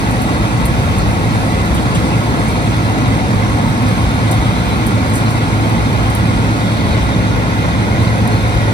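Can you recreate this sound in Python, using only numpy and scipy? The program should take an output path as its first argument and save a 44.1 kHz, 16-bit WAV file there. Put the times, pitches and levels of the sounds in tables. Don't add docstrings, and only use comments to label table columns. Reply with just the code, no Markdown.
import sys
import numpy as np
from scipy import signal
from scipy.fft import rfft, irfft
from scipy.io import wavfile
from scipy.ndimage import uniform_filter1d

SR = 44100
rng = np.random.default_rng(int(sys.argv[2]) if len(sys.argv) > 2 else 0)


def waveform_to_disk(signal):
    frames = np.transpose(np.atleast_2d(signal))
    scaled = np.clip(frames, -1, 1) * 32767
    samples = np.round(scaled).astype(np.int16)
    wavfile.write(sys.argv[1], SR, samples)


N = 384993
TIME, HZ = np.arange(N) / SR, np.fft.rfftfreq(N, 1 / SR)
TURNS_PER_S, FIRINGS_PER_TURN = 36.11, 3
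# (frequency [Hz], lead [ms])
MACHINE_LEAD = [(300, 0.309), (400, 0.268), (700, 0.292), (1050, 0.213), (1330, 0.362), (1500, 0.302),
                (1800, 0.327), (2200, 0.459), (2900, 0.515), (3500, 0.505), (4500, 0.505), (5000, 0.48),
                (7000, 0.49)]
TRUCK_LEAD_MS = -.217


def diesel(turns, effort_db, firing_db=-20.0, knock_db=-39, order_growth=0.19):
    # (multiple of crankshaft speed [1]) and, for each, (level at 0 dB effort [dB])
    multiples = [1.5, 3.5, 5.5, 6, 6.5, 7, 9, 14.5, 19.5, 21, 29, 30, 37.5]
    order_levels = [-39, -37, -41, -35, -35.5, -34, -35, -41.5, -45.5, -45.5, -49, -42.5, -42]
    # (frequency [Hz], level [dB])
    hum_lines = [(60.6, -33), (117.1, -30), (172.3, -32), (598.2, -45), (851, -48), (890, -45), (1031, -52),
                 (1361, -50), (1734, -47)]
    firing = tone(FIRINGS_PER_TURN * turns, firing_db + effort_db, waver=0.08)
    orders = sum(tone(k * turns, db, waver=0.17) for k, db in zip(multiples, order_levels))
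    orders *= amp(order_growth * effort_db)
    hums = sum(tone(hz * TIME, db, waver=0.3) for hz, db in hum_lines)
    knock_hz = np.arange(2049) * TURNS_PER_S / 2
    phases = np.exp(2j * np.pi * rng.random(len(knock_hz)))
    cycle = irfft(phases * knock_hz / (1 + (knock_hz / 750) ** 3))
    knock = unit_rms(np.interp(turns / 2 % 1, np.arange(len(cycle)) / len(cycle), cycle))
    drone = firing + orders + hums + amp(knock_db) * knock
    return ports(drone, over_hz(MACHINE_LEAD)) * amp([[-.4], [.4]])


def rumble(boom_db=-1.15, deep_db=-1.0, split_hz=88):
    # (frequency [Hz], relative level [dB])
    spectrum = [(20, -68), (35, -58), (53, -38.5), (90, -39), (125, -37.5), (155, -40.5), (200, -40),
                (270, -42), (330, -48), (380, -56.5), (700, -63)]
    # (time [s], half length [s], lift [dB])
    heaves = [(1.1, 0.33, 6.5), (1.85, .17, 1.5), (3.0, 1.0, 0.5), (4.473, 0.25, 3), (5.55, .25, 1),
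              (6.003, 0.1, 3), (7.15, 0.32, 4), (7.7, .2, 2.5), (8.45, 0.2, 2)]
    noise = coloured(rng.standard_normal((3, N)), spectrum)
    field = fluctuate(street_field(noise), ridge_db=0.63, burst_db=0.9, burst_hz=65, burst_s=.08)
    deep = lowpass(field, split_hz)
    heave_db = sum(db * swell(s, half_s) for s, half_s, db in heaves)
    arch_db = 1.36 * swell(4.2, half_s=5.8)
    return (field - deep) * amp(boom_db + arch_db) + deep * amp(deep_db + heave_db)


def cutting_drum(turns, level_db=-1.15, shake_depth=0.025, surge_db=0.36, rasp_db_per_s=0.14):
    # (frequency [Hz], relative level [dB])
    spectrum = [(150, -73), (420, -50.5), (600, -51.5), (730, -50.5), (900, -52), (1000, -53),
                (1200, -54.5), (1700, -55.5), (2050, -58), (2700, -62.5), (3400, -65), (4400, -67),
                (5200, -72), (6800, -75.5), (12000, -160)]
    # (frequency [Hz], bandwidth [Hz], lift [dB])
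    modes = [(532, 50, 2.2), (712, 26, 3.5), (758, 18, 2.5), (815, 30, 2), (890, 40, 2.8), (925, 14, 2.5),
             (1085, 20, 3.5), (1385, 80, 2.8), (1700, 110, 2), (1990, 150, 1.8), (2330, 200, 1.5),
             (2570, 80, 2), (3120, 80, 1.2), (3400, 150, 1.8), (3720, 180, 1.6), (4430, 90, 1.5),
             (6760, 200, 3)]
    chips = np.array([impacts(per_s=14000, spread_db=2), *rng.standard_normal((2, N))])
    resonance = amp(sum(db / (1 + (2 * (HZ - hz) / width) ** 2) for hz, width, db in modes))
    noise = irfft(rfft(coloured(chips, spectrum)) * resonance, N)
    field = fluctuate(street_field(noise), ridge_db=1.0, burst_db=1.3, burst_hz=100, burst_s=.035)
    roar = lowpass(field, 1300)
    rasp = bandpass(field, 2200, octaves=0.22)
    rasp_growth = amp(rasp_db_per_s * (TIME - TIME.mean()))
    scrape = field - roar + rasp * (rasp_growth - 1)
    shake = 1 + shake_depth * np.sin(2 * np.pi * FIRINGS_PER_TURN * turns)
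    return amp(level_db) * (roar + scrape * amp(surge_db * drift(21.0)) * shake)


def slab_thuds(hz=58, half_s=0.018):
    # (time [s], peak level [dB])
    blows = [(0.175, -15), (0.419, -12), (0.646, -11), (0.8, -20), (1.014, -16), (1.723, -13), (3.5, -15),
             (4.08, -16), (4.401, -9.5), (4.68, -16), (6.04, -14), (6.372, -14), (7.03, -11), (8.439, -12),
             (8.57, -11)]
    out = sum(amp(db) * swell(s, half_s) * np.sin(2 * np.pi * (hz * TIME + rng.random()))
              for s, db in blows)
    return ports(out, over_hz(MACHINE_LEAD))


def plate_rattles(t60=0.16, knocks_per_s=70, bout_db=3.0, detuning=.003):
    # (frequency [Hz], level [dB])
    plates = [(2032, -43.5), (2155, -49), (2410, -48), (3690, -52), (3770, -50), (4000, -49), (4235, -49.5)]
    t, out = np.arange(SR // 4) / SR, np.zeros(N)
    for hz, db in plates:
        knocks = impacts(knocks_per_s, spread_db=1.5) * amp(bout_db * drift(5))
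        phases = np.exp(2j * np.pi * rng.random(N))
        ringing = signal.oaconvolve(knocks * phases, amp(-60 * t / t60))[:N]
        cycles = np.cumsum(hz * (1 + detuning * drift(2))) / SR
        out += amp(db) * unit_rms((ringing * np.exp(2j * np.pi * cycles)).real)
    return ports(out, over_hz(MACHINE_LEAD))


def link_squeaks(level_db=-40.5, spread_db=2.3, length_s=.04, db_per_octave=-4, count=380):
    out = np.zeros(N + SR)
    for when, pitch, size, span, glide in rng.random((count, 5)):
        t = np.arange(0, length_s * (.5 + span), 1 / SR)
        octave = 1.25 * pitch
        hz = 1900 * 2 ** octave * (1 + .25 * (glide - .5) * t)
        db = level_db + db_per_octave * octave - spread_db * np.log(size + .03)
        squeak = np.hanning(len(t)) * np.sin(2 * np.pi * np.cumsum(hz) / SR)
        out[int(when * N):][:len(t)] += amp(db) * squeak
    return ports(out[:N], over_hz(MACHINE_LEAD))


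def whines_and_squeals():
    # (time [s], half length [s], frequency [Hz], level
    # [dB], width [Hz])
    swells = [(3.7, 0.77, 897, -35, 12), (5.9, 1.3, 326.2, -34, 2), (7.35, 0.38, 252.5, -27, 12),
              (8.3, 0.32, 721, -33, 4.7)]
    # (time [s], half length [s], frequency [Hz], level [dB])
    squeals = [(6.74, .025, 3840, -36.5), (6.80, .025, 4400, -41), (6.873, .02, 4520, -41),
               (6.928, .02, 4330, -36), (6.946, .025, 3850, -36), (7.12, .04, 3640, -38),
               (7.09, .05, 3800, -42)]
    swelling = sum(narrow_band(*row) for row in swells)
    crawler = sum(narrow_band(*row, width_hz=75) for row in squeals)
    return ports(swelling + crawler, over_hz(MACHINE_LEAD))


def stone_clinks(t60=0.2, rise_s=.001, mode_ratio=1.06, upper_db=-4):
    # (time [s], level [dB], lower mode [Hz])
    strikes = [(0.66, -32, 3110), (0.99, -31, 4130), (1.088, -30, 2070), (2.126, -26, 2580),
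               (4.45, -30, 3160), (4.582, -33, 4000), (4.904, -32, 2120), (5.254, -33, 4130),
               (5.64, -28, 3170), (5.926, -36, 4130), (6.286, -25, 2100), (6.645, -31, 3530),
               (7.185, -35, 3750), (7.525, -27, 1990), (8.071, -31, 4005), (8.462, -31, 3620)]
    t, out = np.arange(SR // 4) / SR, np.zeros(N + SR)
    for s, db, hz in strikes:
        lower = np.sin(2 * np.pi * hz * t)
        upper = amp(upper_db) * np.sin(2 * np.pi * (mode_ratio * hz * t + rng.random()))
        envelope = (1 - np.exp(-t / rise_s)) * amp(db - 60 * t / t60)
        out[round(s * SR):][:len(t)] += (lower + upper) * envelope
    return ports(out[:N], over_hz(MACHINE_LEAD))


def millings(level_db=-1.65, clump_db=0.14, scatter_db=-8):
    # (frequency [Hz], relative level [dB])
    spectrum = [(1500, -81), (3000, -80), (5000, -75.5), (7200, -75.5), (8500, -73), (10800, -78.5),
                (13000, -84.5), (15000, -83)]
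    # (time [s], level [dB])
    delivery = [(0.0, -41.5), (0.19, -42), (2.41, -42), (2.67, -42), (2.99, -43), (3.87, -42.5),
                (6.81, -43), (7.29, -44.5), (8.73, -43.5)]
    crumbs = coloured(impacts(per_s=14000, spread_db=-2.0), spectrum)
    scattered = coloured(rng.standard_normal((2, N)), spectrum)
    flow_db = over_time(delivery)
    flow = amp(level_db + flow_db - flow_db.mean() + clump_db * drift(17))
    stream = ports(crumbs, TRUCK_LEAD_MS) + amp(scatter_db) * scattered
    return fluctuate(stream, ridge_db=1.3, burst_db=2.0, burst_hz=140, burst_s=.035) * flow


def grit_spits(rise_s=0.0002, crack_s=0.0018, bounce_s=.0045, bounce_db=4, crackle_db=0.8, body_db=-1):
    # (time [s], relative level [dB], t60 [s], centre [Hz], crack lift [dB])
    sprays = [(0.1082, -31, 0.098, 8930, 9), (0.2177, -29, 0.099, 10600, 9), (0.654, -22.5, 0.11, 9900, 8),
              (0.9844, -30, 0.08, 8380, 3), (1.746, -28.5, 0.15, 9500, 8), (1.9485, -30, 0.12, 8590, 4),
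              (2.4808, -34, 0.32, 8950, 1), (3.8846, -32, 0.043, 9460, 4), (4.3132, -25, 0.15, 9500, 9),
              (4.685, -38, .12, 13200, 1), (4.8643, -24.5, 0.12, 10100, 2), (5.1372, -29, 0.1, 8780, 6),
              (5.1542, -28, 0.26, 9260, 10), (5.1605, -31, .06, 9500, 6), (5.1795, -31, .05, 9300, 9),
              (5.3063, -33, 0.27, 8630, 3), (6.099, -31, 0.08, 9500, 4), (6.1504, -28.5, 0.17, 10600, 11),
              (8.0212, -37, 0.19, 9260, 6), (8.1773, -36, 0.08, 9320, 4)]
    t, out = np.arange(SR // 3) / SR, np.zeros(N + SR)
    rebound_db = bounce_db * (t > bounce_s) * np.exp(-abs(t - bounce_s) / crack_s)
    for s, db, t60, centre_hz, crack_db in sprays:
        hiss = unit_rms(bandpass(rng.standard_normal(len(t)), centre_hz, octaves=0.39, steepness=2.5))
        crackle = unit_rms(uniform_filter1d(rng.standard_normal(len(t)), size=90))
        decay_db = body_db + crack_db * np.exp(-(t / crack_s) ** 2) + rebound_db - 60 * t / t60
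        envelope = (1 - np.exp(-t / rise_s)) * amp(db + decay_db + crackle_db * crackle)
        out[round(s * SR):][:len(t)] += hiss * envelope
    return ports(out[:N], TRUCK_LEAD_MS)


def lump_scrapes():
    # (time [s], level [dB], half length [s], centre [Hz], half width [octaves])
    slides = [(1.013, -37, 0.025, 4600, .7), (1.785, -28, 0.015, 2850, .3), (1.957, -27, 0.011, 3150, .3),
              (1.96, -32, .014, 6000, .8), (3.88, -37, .04, 5000, 1), (4.32, -35, 0.02, 7000, .4),
              (4.556, -37.5, .35, 3550, .2), (5.165, -32.5, .022, 6800, .5), (6.9, -35.5, 0.2, 3530, .3)]
    out = np.zeros(N)
    for s, db, half_s, centre_hz, octaves in slides:
        near = np.flatnonzero(abs(TIME - s) < 3 * half_s)
        noise = unit_rms(bandpass(rng.standard_normal(len(near)), centre_hz, octaves))
        out[near] += noise * amp(db) * swell(s, half_s)[near]
    return ports(out, TRUCK_LEAD_MS)


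def pebbles(per_s=30, level_db=-54, t60=0.046):
    t = np.arange(SR // 8) / SR
    tick = rng.standard_normal(len(t)) * amp(-60 * t / t60)
    patter = signal.oaconvolve(impacts(per_s, spread_db=4.5), tick)[:N]
    return amp(level_db) * ports(unit_rms(bandpass(patter, 9500, octaves=.5)), TRUCK_LEAD_MS)


def ports(x, lead_ms):
    shift = np.exp(1j * np.pi * HZ * lead_ms / 1000)
    return irfft(rfft(x) * np.array([shift, 1 / shift]), N)


def street_field(noise):
    # (frequency [Hz], coherence [0-1])
    coherence = [(30, 0.4), (70, 0.61), (130, 0.88), (400, 0.66), (750, 0.74), (1100, 0.81), (1400, 0.56),
                 (1750, 0.85), (2030, 0.67), (2300, 0.34), (2600, 0.53), (3080, 0.72), (3450, 0.89),
                 (4200, 0.39), (5200, 0.15), (7000, 0.13)]
    # (frequency [Hz], left minus right [dB])
    balance = [(60, 0.5), (140, -1), (260, -2), (500, 0), (770, 2.5), (1170, 0.5), (1700, -2), (2700, 2.5),
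               (3500, -2), (4400, -1.5), (6300, -2.5), (8000, 1)]
    share = np.clip(over_hz(coherence), .02, .98)
    direct = np.sqrt(share) * rfft(ports(noise[0], over_hz(MACHINE_LEAD)))
    scattered = np.sqrt(1 - share) * rfft(noise[1:])
    return irfft((direct + scattered) * amp(over_hz(balance) * np.array([[.5], [-.5]])), N)


def fluctuate(x, ridge_db, burst_db, burst_hz, burst_s):
    frames = signal.stft(x, nperseg=2048, noverlap=1536)[2]
    ridges = ridge_db * patches(frames.shape[1:], wide_hz=45, long_s=2.5)
    bursts = burst_db * patches(frames.shape[1:], burst_hz, burst_s)
    return signal.istft(frames * unit_rms(amp(ridges + bursts)), nperseg=2048, noverlap=1536)[1][:, :N]


def patches(shape, wide_hz, long_s):
    field = rng.standard_normal(shape)
    for axis, size in enumerate([wide_hz * 2048 / SR, long_s * SR / 512]):
        for _ in range(2):
            field = uniform_filter1d(field, max(round(size), 1), axis)
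    return unit_rms(field)


def tone(cycles, db, waver):
    carrier = np.exp(2j * np.pi * (cycles + rng.random()))
    wander = drift(1.2) + 1j * drift(1.2)
    return np.sqrt(2) * amp(db) * (carrier * (1 + waver * wander)).real


def narrow_band(s, half_s, hz, db, width_hz):
    modulation = drift(width_hz) + 1j * drift(width_hz)
    return amp(db) * swell(s, half_s) * unit_rms((np.exp(2j * np.pi * hz * TIME) * modulation).real)


def impacts(per_s, spread_db):
    size = amp(spread_db * np.minimum(rng.exponential(1, N), 4))
    return unit_rms(size * rng.standard_normal(N) * (rng.random(N) < per_s / SR))


def drift(hz):
    return unit_rms(irfft(rfft(rng.standard_normal(N)) / (1 + (HZ / hz) ** 4), N))


def swell(s, half_s):
    return np.exp(-np.minimum(((TIME - s) / half_s) ** 2, 50))


def coloured(x, spectrum):
    low_cut = 1 + (.8 * spectrum[0][0] / (HZ + 1)) ** 8
    high_cut = (1 + (HZ / spectrum[-1][0]) ** 40) ** .25
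    return irfft(rfft(x) * amp(over_hz(spectrum)) / low_cut / high_cut * np.sqrt(SR / 2), N)


def lowpass(x, hz):
    return irfft(rfft(x) / (1 + (HZ / hz) ** 6), N)


def bandpass(x, centre_hz, octaves, steepness=4):
    n = x.shape[-1]
    hz = np.fft.rfftfreq(n, 1 / SR) + 1
    return irfft(rfft(x) / (1 + abs(np.log2(hz / centre_hz) / octaves) ** steepness), n)


def over_hz(points):
    hz, value = np.transpose(points)
    return np.interp(np.log(HZ + 1), np.log(hz + 1), value)


def over_time(points):
    return np.interp(TIME, *np.transpose(points))


def amp(db):
    return 10 ** (np.asarray(db) / 20)


def unit_rms(x):
    return x / np.sqrt(np.mean(x ** 2) + 1e-20)


def scene():
    # (time [s], effort [dB])
    load = [(0.0, -4.5), (2.5, -2), (3.3, 0.9), (4.7, -1.0), (6.7, 1.8), (7.25, -3.5), (8.1, 2), (8.73, 3)]
    effort_db = over_time(load)
    turns = np.cumsum(TURNS_PER_S - .025 * effort_db) / SR
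    machine = diesel(turns, effort_db) + rumble() + cutting_drum(turns) + slab_thuds()
    steel = plate_rattles() + link_squeaks() + whines_and_squeals() + stone_clinks()
    truck = millings() + grit_spits() + lump_scrapes() + pebbles()
    return machine + steel + truck


def record(dry, knee=.65, headroom=.3, cutoff_hz=15400):
    linear = np.clip(dry, -knee, knee)
    rounded = linear + headroom * np.tanh((dry - linear) / headroom)
    taps = signal.firwin(401, cutoff_hz, window=("kaiser", 9), fs=SR)
    return signal.oaconvolve(rounded, taps[None], "same")


dry = scene()
out = record(dry)
waveform_to_disk(out)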